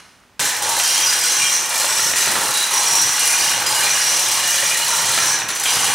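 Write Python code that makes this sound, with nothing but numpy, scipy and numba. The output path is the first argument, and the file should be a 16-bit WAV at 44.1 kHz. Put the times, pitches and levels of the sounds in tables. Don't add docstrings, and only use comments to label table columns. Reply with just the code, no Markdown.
import sys
import numpy as np
from scipy import signal
from scipy.fft import rfft, irfft
from scipy.io import wavfile
from scipy.ndimage import uniform_filter1d
from numba import njit

SR = 44100
rng = np.random.default_rng(int(sys.argv[2]) if len(sys.argv) > 2 else 0)


def voltage_ratio(decibels):
    exponent = np.asarray(decibels, float) / 20
    return 10 ** exponent


def store_pcm(level_fs):
    pcm = np.round(np.clip(level_fs, -1, 1) * 32767).astype(np.int16)
    wavfile.write(sys.argv[1], SR, np.atleast_2d(pcm).T)


N = 261954


def level(x, db):
    return x * voltage_ratio(db) / np.sqrt(np.mean(x ** 2))


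def curve(table, column):
    rows = np.array(table)
    return np.interp(np.arange(N) / SR, rows[:, 0], rows[:, column])


def colour(x, points):
    hz, db = np.transpose(points)
    bins = np.fft.rfftfreq(x.shape[-1], 1 / SR) + 1
    gain_db = np.interp(np.log(bins), np.log(hz), db)
    return irfft(rfft(x) * voltage_ratio(gain_db), x.shape[-1])


def band(x, lo_hz, hi_hz):
    sos = signal.butter(2, [lo_hz, min(hi_hz, SR / 2.2)], "band", fs=SR, output="sos")
    return signal.sosfilt(sos, x)


@njit
def ring(start, hz, size, t60):
    out = np.zeros(N)
    for k in range(len(start)):
        pole = np.exp(2j * np.pi * hz[k] / SR - np.log(1000) / (t60 * SR))
        z = size[k] + 0j
        for i in range(start[k], min(N, start[k] + int(t60 * SR / 2))):
            z *= pole
            out[i] += z.imag
    return out


def ticks(rows, t60, gain_db, split):
    s, db, hz = np.transpose(rows)
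    start = (s * SR).astype(np.int64)
    main = ring(start, hz, voltage_ratio(db + gain_db), t60)
    return main + ring(start, split * hz, voltage_ratio(db + gain_db - 2), t60)


def spread(mid, other):
    # frequency in Hz, side relative to mid in dB.
    side_db = [(60, -7), (150, -9), (260, -15), (400, -23), (700, -20.5), (1300, -14.5), (2400, -17),
               (4800, -16.5), (5500, -9.5), (10500, -7.5), (12500, -9), (16000, -12)]
    # frequency in Hz, lean right of centre in dB.
    lean_db = [(40, -30), (80, -13), (200, -20), (500, -29), (1300, -19.5), (3000, -24), (6000, -28),
               (12000, -50)]
    side = colour(other, side_db) - colour(mid, lean_db)
    return np.array([mid + side, mid - side])


def lull(size=32768):
    # time in seconds, echo level in dB.
    echo_db = [
        (0.0, -37),
        (0.01, -44.5),
        (0.15, -52),
        (0.385, -67),
    ]
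    # frequency in Hz, density in dB per Hz.
    echo_colour = [(59, -30), (100, 0), (621, -4), (991, 3), (1910, 2), (3620, -5), (4110, -5), (6420, -3),
                   (7290, -12), (9610, -6), (16000, -35)]
    # frequency in Hz, density in dB per Hz.
    air_colour = [(18, -50), (30, -15), (48, 0), (215, -6.5), (252, -3.5), (364, -10), (702, -9),
                  (1960, -12.5), (8740, -26), (16000, -32)]
    # time in seconds, peak in dB, frequency in Hz.
    faint_ticks = [
        (.202, -48, 6790),
        (.237, -44, 1400),
        (.297, -48, 1000),
        (.325, -48, 950),
    ]
    # time in seconds, level in dB, frequency in Hz.
    clank = [
        (0, -48, 4120),
        (0, -54, 5600),
        (0, -55, 6350),
        (0, -48, 2860),
    ]
    noise = rng.standard_normal((4, size))
    echo = voltage_ratio(curve(echo_db, 1)[:size] - 1.5) * level(colour(noise[:2], echo_colour), 0)
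    mid, other = echo + level(colour(noise[2:], air_colour), -54)
    ringing = ticks(faint_ticks, t60=.008, gain_db=0, split=1.2)
    ringing = ringing + ticks(clank, t60=.81, gain_db=-6, split=.52)
    return np.pad(spread(mid + ringing[:size], other), ((0, 0), (0, N - size)))


def hauling():
    # grip in seconds, rattle level in dB, slowing before the next grip in seconds,
    # loss of speed in dB, jolt to the frame in dB.
    pulls = [(0.39, -22.5, 0.16, 6.5, 0), (0.618, -24, 0.041, 0.5, 4), (0.79, -23, 0.13, 1.5, -1),
             (1.24, -23.5, 0.17, 4.5, -2), (1.7, -23.5, 0.057, 5, 0.5), (2.16, -21, 0.087, 1.5, -3),
             (2.3, -24, 0.14, 2.5, 4), (2.54, -23, 0.054, 5.5, -3.5), (2.706, -22.5, 0.22, 2, 2),
             (3.19, -22, 0.19, 4, 0), (3.66, -22.5, 0.067, 1, 0.5), (4.222, -23.5, 0.072, 0, 0.5),
             (4.471, -23, 0.039, 0, -2), (4.72, -25, 0.048, -1, -1.5), (4.88, -22.5, 0.083, 4, 2),
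             (5.387, -23.5, 0.1, 16, 3), (5.483, -22, 0.047, 10.5, -2.5), (5.552, -26, 0.028, 5, -2),
             (5.598, -26, 0.033, 1.5, 0.5), (5.635, -23.5, .008, 2, -7), (5.655, -22, 0.061, 1, -0.5)]
    grip_s, jolt_s = .006, .27
    s, db, slowing, loss_db, jolt_db = np.transpose(pulls)
    end = np.append(s[1:], N / SR)
    t = np.arange(N) / SR
    knots = np.array([s + grip_s, end - slowing, end]).T.ravel()
    pull_db = np.interp(t, knots, np.repeat(db, 3))
    speed_db = np.interp(t, knots, np.outer(-loss_db, [0, 0, 1]).ravel())
    pull = np.maximum(np.searchsorted(s, t) - 1, 0)
    jolt = jolt_db[pull] * np.exp(-((t - s[pull]) / jolt_s) ** 2)
    return pull_db, speed_db, jolt


def knocks(rate, spread_db):
    hit, sign, size = rng.random((3, N))
    return (hit < rate / SR) * np.sign(sign - .5) * voltage_ratio(-spread_db * np.log(size + 1e-4))


def steel(families, t60, rate, spread_db, patchy_db, dwell_s):
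    knocked = []
    for hz, width, db in families:
        when, pick, size = rng.random((900, 3))[:int(rate * N / SR)].T
        pitch, patch = rng.standard_normal((2, 3, 200))
        link = (pick * 3).astype(int)
        turn = (when * N / SR / dwell_s + link / 3).astype(int) % 200
        blow_db = db + patchy_db * patch[link, turn] - spread_db * np.log(size + .016)
        knocked.append([when * N, hz + width / 2 * pitch[link, turn], voltage_ratio(blow_db)])
    start, hz, size = np.hstack(knocked)
    return level(ring(start.astype(np.int64), hz, size, t60), 0)


def shell(clatter, rings, width_hz, patchy_db, change_s):
    steps = rng.standard_normal((len(rings), 100))
    t = np.arange(N) / SR / change_s
    total = 0
    for (hz, db), step in zip(rings, steps):
        swell_db = patchy_db * np.interp(t, np.arange(100), step)
        tone = level(band(clatter, hz - width_hz / 2, hz + width_hz / 2), 0)
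        total = total + voltage_ratio(db + swell_db) * tone
    return level(total, 0)


def casing(clatter, speed_db):
    # frequency in Hz, width in Hz, level in dB.
    modes = [(1474, 200, -2), (1692, 116, -0.5), (1936, 115, 0.5), (2390, 61, -4), (2857, 45, -1),
             (3200, 130, -2), (3430, 35, -22), (3720, 250, -2), (4077, 126, 2), (4176, 48, -4),
             (4380, 61, -2.5), (4930, 250, -5)]
    # steady ring in Hz, level in dB.
    rings = [(2379, -46), (2880, -45.5), (3187, -46.5), (3900, -46), (4040, -47.5), (4156, -43),
             (4856, -41), (4945, -38.5), (6457, -41), (7506, -44), (7947, -41)]
    modal = steel(modes, t60=.026, rate=90, spread_db=2.5, patchy_db=2, dwell_s=.12)
    body = level(band(clatter, 1534, 4420), -3.5) + voltage_ratio(-4.5) * modal
    body = body + voltage_ratio(-10) * shell(clatter, rings, width_hz=56, patchy_db=2, change_s=.12)
    return body - (1 - voltage_ratio(.85 * speed_db)) * band(body, 2300, 8400)


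def links(clatter):
    # frequency in Hz, width in Hz, level in dB.
    modes = [(5640, 78, -10), (5660, 130, 4), (5790, 110, -1), (5940, 210, 1), (6200, 120, 4),
             (6640, 270, -11.5)]
    modal = steel(modes, t60=.038, rate=120, spread_db=3, patchy_db=2.5, dwell_s=.14)
    return level(band(clatter, 5620, 6500), -4.5) + voltage_ratio(-13.5) * modal


def wheel(clatter):
    # frequency in Hz, width in Hz, level in dB.
    modes = [(6760, 160, -7), (7160, 71, -8), (7480, 60, -14.5), (7760, 56, -19), (7970, 82, -12.5),
             (8330, 270, -6), (8630, 150, -6)]
    modal = steel(modes, t60=.039, rate=75, spread_db=1, patchy_db=1.5, dwell_s=.14)
    return level(band(clatter, 7000, 8100), -5) + voltage_ratio(-6) * modal


def slack_strand(clatter):
    # frequency in Hz, width in Hz, level in dB.
    modes = [(8760, 230, 5.5), (9480, 99, 2), (9300, 130, 1), (10200, 180, -5.5), (10050, 220, -4),
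             (10640, 210, 0.5)]
    modal = steel(modes, t60=.067, rate=87, spread_db=2, patchy_db=-3, dwell_s=.13)
    return level(band(clatter, 9400, 11370), -2.9) + voltage_ratio(-4) * modal


def frame(clatter):
    # frequency in Hz, width in Hz, level in dB.
    modes = [(374, 35, -13.5), (534, 48, -7.5), (827, 24, -5.5), (915, 38, -7.5), (1010, 49, -12.5),
             (1120, 77, -3.5), (1256, 51, -15.5)]
    # steady ring in Hz, level in dB.
    tubes = [(843, -43), (912, -39.5)]
    modal = steel(modes, t60=.046, rate=80, spread_db=2.5, patchy_db=2, dwell_s=.16)
    body = level(band(clatter, 312, 1057), -.59) + voltage_ratio(-5) * modal
    return body + voltage_ratio(-16) * shell(clatter, tubes, width_hz=40, patchy_db=6, change_s=.09)


def heaves():
    # start in seconds, length in seconds, level in dB.
    shakes = [
        (0.377, 0.087, -38),
        (0.646, 0.14, -47),
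        (1.38, 0.15, -56),
        (1.98, 0.18, -42),
        (2.274, 0.25, -38.5),
        (2.882, 0.2, -41),
        (3.395, 0.54, -47),
        (4.098, 0.77, -52.5),
        (4.982, 0.54, -42.5),
        (5.72, 0.27, -41),
    ]
    rest_db, swell_s = -48.5, .03
    t = np.arange(N) / SR
    shake = sum(voltage_ratio(db) * ((t > s) & (t < s + length)) for s, length, db in shakes)
    return voltage_ratio(rest_db) + uniform_filter1d(shake, int(swell_s * SR))


def chain():
    # frequency in Hz, density in dB per Hz.
    clatter_colour = [(30, -39), (110, -13.5), (245, -22), (440, -9), (910, 5.5), (1280, 8.5), (1700, 6.5),
                      (2900, 4), (4650, 2), (5900, -1.5), (8000, -5.5), (10500, -7), (12200, -5.5),
                      (16000, -11)]
    # time in seconds, tautness in dB.
    tension = [(0.4, 0.5), (0.74, 1), (0.86, 3.5), (1.15, 1.5), (1.33, 2.5), (1.58, 5), (1.7, -1),
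               (2.05, 1.5), (2.3, -1), (2.5, -0.5), (2.76, 0.5), (3.02, 3), (3.45, 2), (3.7, -2.5),
               (3.95, 2.5), (4.8, -0.5), (5.3, 2.5), (5.94, -2.5)]
    clatter = colour(knocks(rate=4000, spread_db=2.5), clatter_colour)
    pull_db, speed_db, jolt_db = hauling()
    tension_db = curve(tension, column=1)
    taut_db = tension_db + .25 * speed_db
    slack_db = -5 + .12 * tension_db + 1.5 * speed_db
    frame_db = -7 - .49 * tension_db - .22 * speed_db + jolt_db
    wheel_db = .51 * taut_db + .48 * slack_db
    hiss_db = .22 * slack_db + .44 * speed_db
    parts = casing(clatter, speed_db) + voltage_ratio(taut_db) * links(clatter)
    parts = parts + voltage_ratio(slack_db) * slack_strand(clatter) + voltage_ratio(frame_db) * frame(clatter)
    hiss = level(band(clatter, 11700, 24000), -11.5)
    parts = parts + voltage_ratio(wheel_db) * wheel(clatter) + voltage_ratio(hiss_db) * hiss
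    rumble = level(band(band(clatter, 57, 320), 79, 476), -.37) * heaves()
    return voltage_ratio(pull_db + speed_db) * parts + rumble


def blows(rows, length_s):
    train = np.zeros(N)
    for s, db in rows:
        train[min(int(s * SR), N - 1)] += voltage_ratio(db)
    fade = np.exp(-np.arange(4096) / (length_s * SR))
    return signal.fftconvolve(train, fade)[:N] * rng.standard_normal(N)


def pawl():
    # time in seconds, peak in dB.
    clear_drops = [(0.4228, -24), (0.4524, -14.5), (0.5654, -19), (0.622, -16), (0.659, -26),
                   (0.6906, -13.5), (0.789, -13), (1.189, -16), (1.2364, -12), (1.6574, -18),
                   (1.6930, -17.5), (2.13, -33), (2.16, -14), (2.314, -13), (2.507, -17), (2.7061, -19),
                   (2.737, -13), (3.0159, -12.5), (3.194, -14), (3.5656, -34), (3.6045, -20),
                   (3.6637, -12.5), (4.474, -13), (4.6422, -20), (4.8808, -17), (5.387, -24), (5.484, -21),
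                   (5.551, -18), (5.597, -15), (5.636, -14.5), (0.4886, -18), (0.7176, -22), (0.7665, -16),
                   (1.13, -14), (1.214, -19), (2.065, -20), (2.4342, -18), (2.4567, -18), (2.4811, -17),
                   (2.539, -14), (2.6662, -19), (2.763, -20), (2.83, -15), (3.1316, -17), (3.1635, -16),
                   (3.2708, -16), (3.7123, -18), (3.7482, -14), (3.806, -15), (4.3144, -12.5),
                   (4.3948, -19), (4.506, -14), (4.6013, -19), (4.8462, -17), (4.9674, -15.5),
                   (5.0163, -16.5), (5.0553, -16), (5.7931, -19), (5.842, -13), (5.8669, -21.5)]
    # frequency in Hz, level in dB.
    click_colour = [(600, -20), (2000, -13), (5000, 8.5), (8000, 11), (12000, 5), (16000, -11)]
    teeth_per_s, tooth_db, scatter_db = 42, -19.5, 3
    creep_start_s, creep_end_s = 5.33, 5.655
    speed_db = hauling()[1]
    slip, size = rng.standard_normal((400, 2)).T
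    turned = np.cumsum(teeth_per_s * voltage_ratio(1.5 * speed_db)) / SR
    at = np.interp(np.arange(400) + .15 * slip, turned, np.arange(N)).astype(int)
    gap_s = np.abs(at[:, None] / SR - np.array(clear_drops)[:, 0]).min(axis=1)
    free = gap_s > .016
    free &= (at < creep_start_s * SR) | (at > creep_end_s * SR)
    at, size = at[free], size[free]
    peak_db = tooth_db + scatter_db * size + 2.9 * speed_db[at]
    teeth = clear_drops + list(zip(at / SR, peak_db))
    snap = blows(teeth, length_s=.0011) + blows(teeth, length_s=.016)
    spray = band(blows([(s, .35 * db) for s, db in teeth], length_s=.0061), 9000, 17000)
    return voltage_ratio(-10) * colour(snap, click_colour) + voltage_ratio(-17.5) * spray


def restrike(rows, t60, gain_db, wobble, count):
    s, length, hz, db = np.array(rows).T[:, :, None]
    when, tune, size = np.moveaxis(rng.random((len(rows), count, 3)), 2, 0)
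    start = ((s + length * when ** 1.3) * SR).astype(np.int64)
    blow = voltage_ratio(db + gain_db + 10 * np.log10(length) + 4 * size)
    pitch = hz * (1 + wobble * (tune - .5))
    return ring(start.ravel(), pitch.ravel(), blow.ravel(), t60)


def dwells():
    # start in seconds, length in seconds, frequency in Hz, level in dB.
    held_modes = [(0.6, 0.16, 844, -32.5), (0.8, 0.2, 2850, -28), (0.83, 0.1, 3190, -26),
                  (0.84, 0.14, 4850, -26), (0.97, 0.08, 3195, -25), (1.001, 0.29, 4930, -26),
                  (1.44, 0.05, 3170, -27), (1.77, 0.06, 4200, -27), (1.301, 0.14, 4020, -28),
                  (1.395, 0.05, 2394, -19.5), (1.67, 0.1, 854, -33), (1.877, 0.14, 7860, -27),
                  (2.17, 0.1, 1940, -38), (2.148, 0.078, 7160, -23), (2.155, 0.14, 4930, -28),
                  (2.54, 0.1, 3930, -22), (2.8, 0.07, 4050, -32), (2.89, 0.08, 930, -29),
                  (3.03, 0.17, 1950, -31), (3.28, 0.13, 2446, -25), (3.36, 0.15, 4900, -30),
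                  (3.14, 0.12, 2860, -28), (3.37, 0.18, 2860, -26), (3.655, 0.13, 4970, -26.5),
                  (3.82, 0.08, 2400, -26.5), (3.82, 0.09, 4150, -26), (3.7, 0.12, 880, -29.5),
                  (3.75, 0.45, 2900, -30), (1.38, 0.12, 2810, -28), (4.234, 0.54, 4947, -30.5),
                  (4.25, 0.62, 2885, -29.5), (4.455, 0.29, 6460, -25), (4.69, 0.096, 2430, -27),
                  (4.455, 0.3, 2393, -33), (1.05, 0.2, 3190, -30), (5.05, 0.05, 3190, -26),
                  (2.7, 0.2, 847, -30.5), (4.74, 0.1, 4115, -24.5), (4.87, 0.14, 1006, -32),
                  (5.09, 0.12, 4170, -29.5), (5.26, 0.1, 1673, -27.5), (5.66, 0.25, 2880, -27),
                  (1.24, 0.062, 3450, -26), (4.0, 0.1, 4910, -28), (4.18, 0.1, 3960, -29),
                  (5.655, 0.05, 3200, -26.5), (5.67, 0.08, 4940, -26)]
    return restrike(held_modes, t60=.068, gain_db=7, wobble=.013, count=20)


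def loose_knocks():
    # time in seconds, peak in dB, frequency in Hz.
    hits = [(0.798, -9, 2400), (1.297, -24, 1167), (1.845, -12.5, 1120), (1.994, -11, 1380),
            (2.136, -9, 1880), (2.159, -12, 1970), (2.202, -33, 1876), (2.208, -24.5, 1950),
            (2.274, -11, 925), (2.356, -12, 1470), (2.364, -10, 883), (2.416, -15, 1384), (2.47, -18, 2030),
            (2.491, -17, 970), (3.621, -13, 1705), (3.8, -25, 845), (3.869, -13, 2540), (4.131, -15.5, 852),
            (4.636, -12, 1670), (5.177, -8, 1292), (5.186, -9, 1750), (5.419, -13.5, 1820),
            (5.657, -10, 2390), (5.663, -10.5, 3100), (3.822, -14, 2400), (5.77, -10.5, 1360),
            (5.901, -12, 915)]
    crack = band(blows([row[:2] for row in hits], length_s=.0043), 790, 3500)
    return ticks(hits, t60=.021, gain_db=-3.5, split=1.36) + voltage_ratio(-.5) * crack


def chatters():
    # start in seconds, length in seconds, frequency in Hz, level in dB.
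    clusters = [(0.84, 0.12, 5630, -23), (1.0, 0.16, 5790, -21), (1.025, 0.07, 6100, -21),
                (1.241, 0.26, 5670, -24), (1.308, 0.068, 6200, -18), (1.41, 0.05, 8600, -21),
                (1.5, 0.13, 5790, -23), (1.53, 0.08, 6230, -21), (1.89, 0.22, 5590, -21.5),
                (2.03, 0.07, 6100, -22), (2.165, 0.07, 6150, -22), (2.73, 0.06, 5790, -19.5),
                (2.86, 0.22, 5680, -20), (3.08, 0.1, 5700, -25.5), (3.2, 0.12, 6180, -23),
                (3.32, 0.13, 6040, -23), (3.42, 0.13, 5620, -27), (3.85, 0.12, 6030, -23.5),
                (3.9, 0.07, 5660, -23), (4.0, 0.13, 5650, -23), (4.08, 0.27, 6090, -22),
                (4.46, 0.2, 5730, -27), (4.65, 0.1, 5750, -22), (4.86, 0.14, 5700, -24.5),
                (4.88, 0.08, 6070, -24), (5.05, 0.1, 6230, -27), (5.22, 0.13, 5670, -23),
                (5.28, 0.08, 5950, -21), (5.5, 0.06, 6000, -28), (5.68, 0.08, 5940, -22),
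                (5.82, 0.1, 5920, -25.5), (5.23, 0.11, 6180, -27), (4.2, 0.12, 5600, -25.5),
                (4.46, 0.14, 6080, -27), (2.95, 0.15, 5860, -21), (1.19, 0.027, 5710, -26)]
    return restrike(clusters, t60=.054, gain_db=6, wobble=.025, count=30)


def scrapes():
    # start in seconds, length in seconds, level in dB.
    drags = [
        (2.537, 0.1, -21.5),
        (2.737, 0.075, -28),
        (3.187, 0.16, -27),
        (4.725, 0.051, -22.5),
    ]
    t = np.arange(N) / SR
    force = 0
    for s, length, db in drags:
        force = force + voltage_ratio(db) * (t > s) * np.exp(-np.clip((t - s) / length, 0, 9) ** 3)
    grit = knocks(rate=2300, spread_db=6)
    return force * level(band(band(grit, 8400, 10600), 9200, 10300), 0)


def garage(x, wet_db, shift_s):
    # frequency in Hz, T60 in seconds.
    room_t60 = [(110, 0.28), (300, 0.52), (2000, 0.92), (6000, 0.55), (14000, 0.59)]
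    t = np.arange(24576) / SR
    hz, t60 = np.transpose(room_t60)
    tail = 0
    for centre in 60 * 2 ** np.arange(0, 8.5, .5):
        fade = np.exp(-np.log(1000) * t / np.interp(np.log(centre), np.log(hz), t60))
        noise = rng.standard_normal((3, len(t)))
        tail = tail + fade * band(noise, centre / 2 ** .25, centre * 2 ** .25)
    tail = tail * np.clip(t / .0012, 0, 1) / np.sqrt(np.sum(tail[0] ** 2))
    turn = np.pi * np.arange(N) / SR / shift_s
    sends = np.array([x * np.cos(turn), x * np.sin(turn), x])
    near, far, side = signal.oaconvolve(sends, tail, axes=1)[:, :N]
    return spread(x + voltage_ratio(wet_db) * (near + far), voltage_ratio(-1.5) * side)


def scene():
    cut_s, fade_s = .394, .00063
    steelwork = chain() + pawl() + dwells() + loose_knocks() + chatters() + scrapes()
    hoist = garage(steelwork, wet_db=-3.5, shift_s=1.299)
    after = np.clip((np.arange(N) / SR - cut_s) / fade_s, 0, 1)
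    return after * hoist + (1 - after) * lull()


def roll_off(x):
    return signal.sosfilt(signal.butter(12, 16860, fs=SR, output="sos"), x)


def record(dry):
    top = signal.ellip(14, .3, 80, 15760, fs=SR, output="sos")
    bottom = signal.butter(1, 60, "high", fs=SR, output="sos")
    rounded = np.tanh(1.54 * dry) / 1.53
    return roll_off(signal.sosfilt(np.vstack([top, bottom]), rounded))


dry = scene()
out = record(dry)
store_pcm(out)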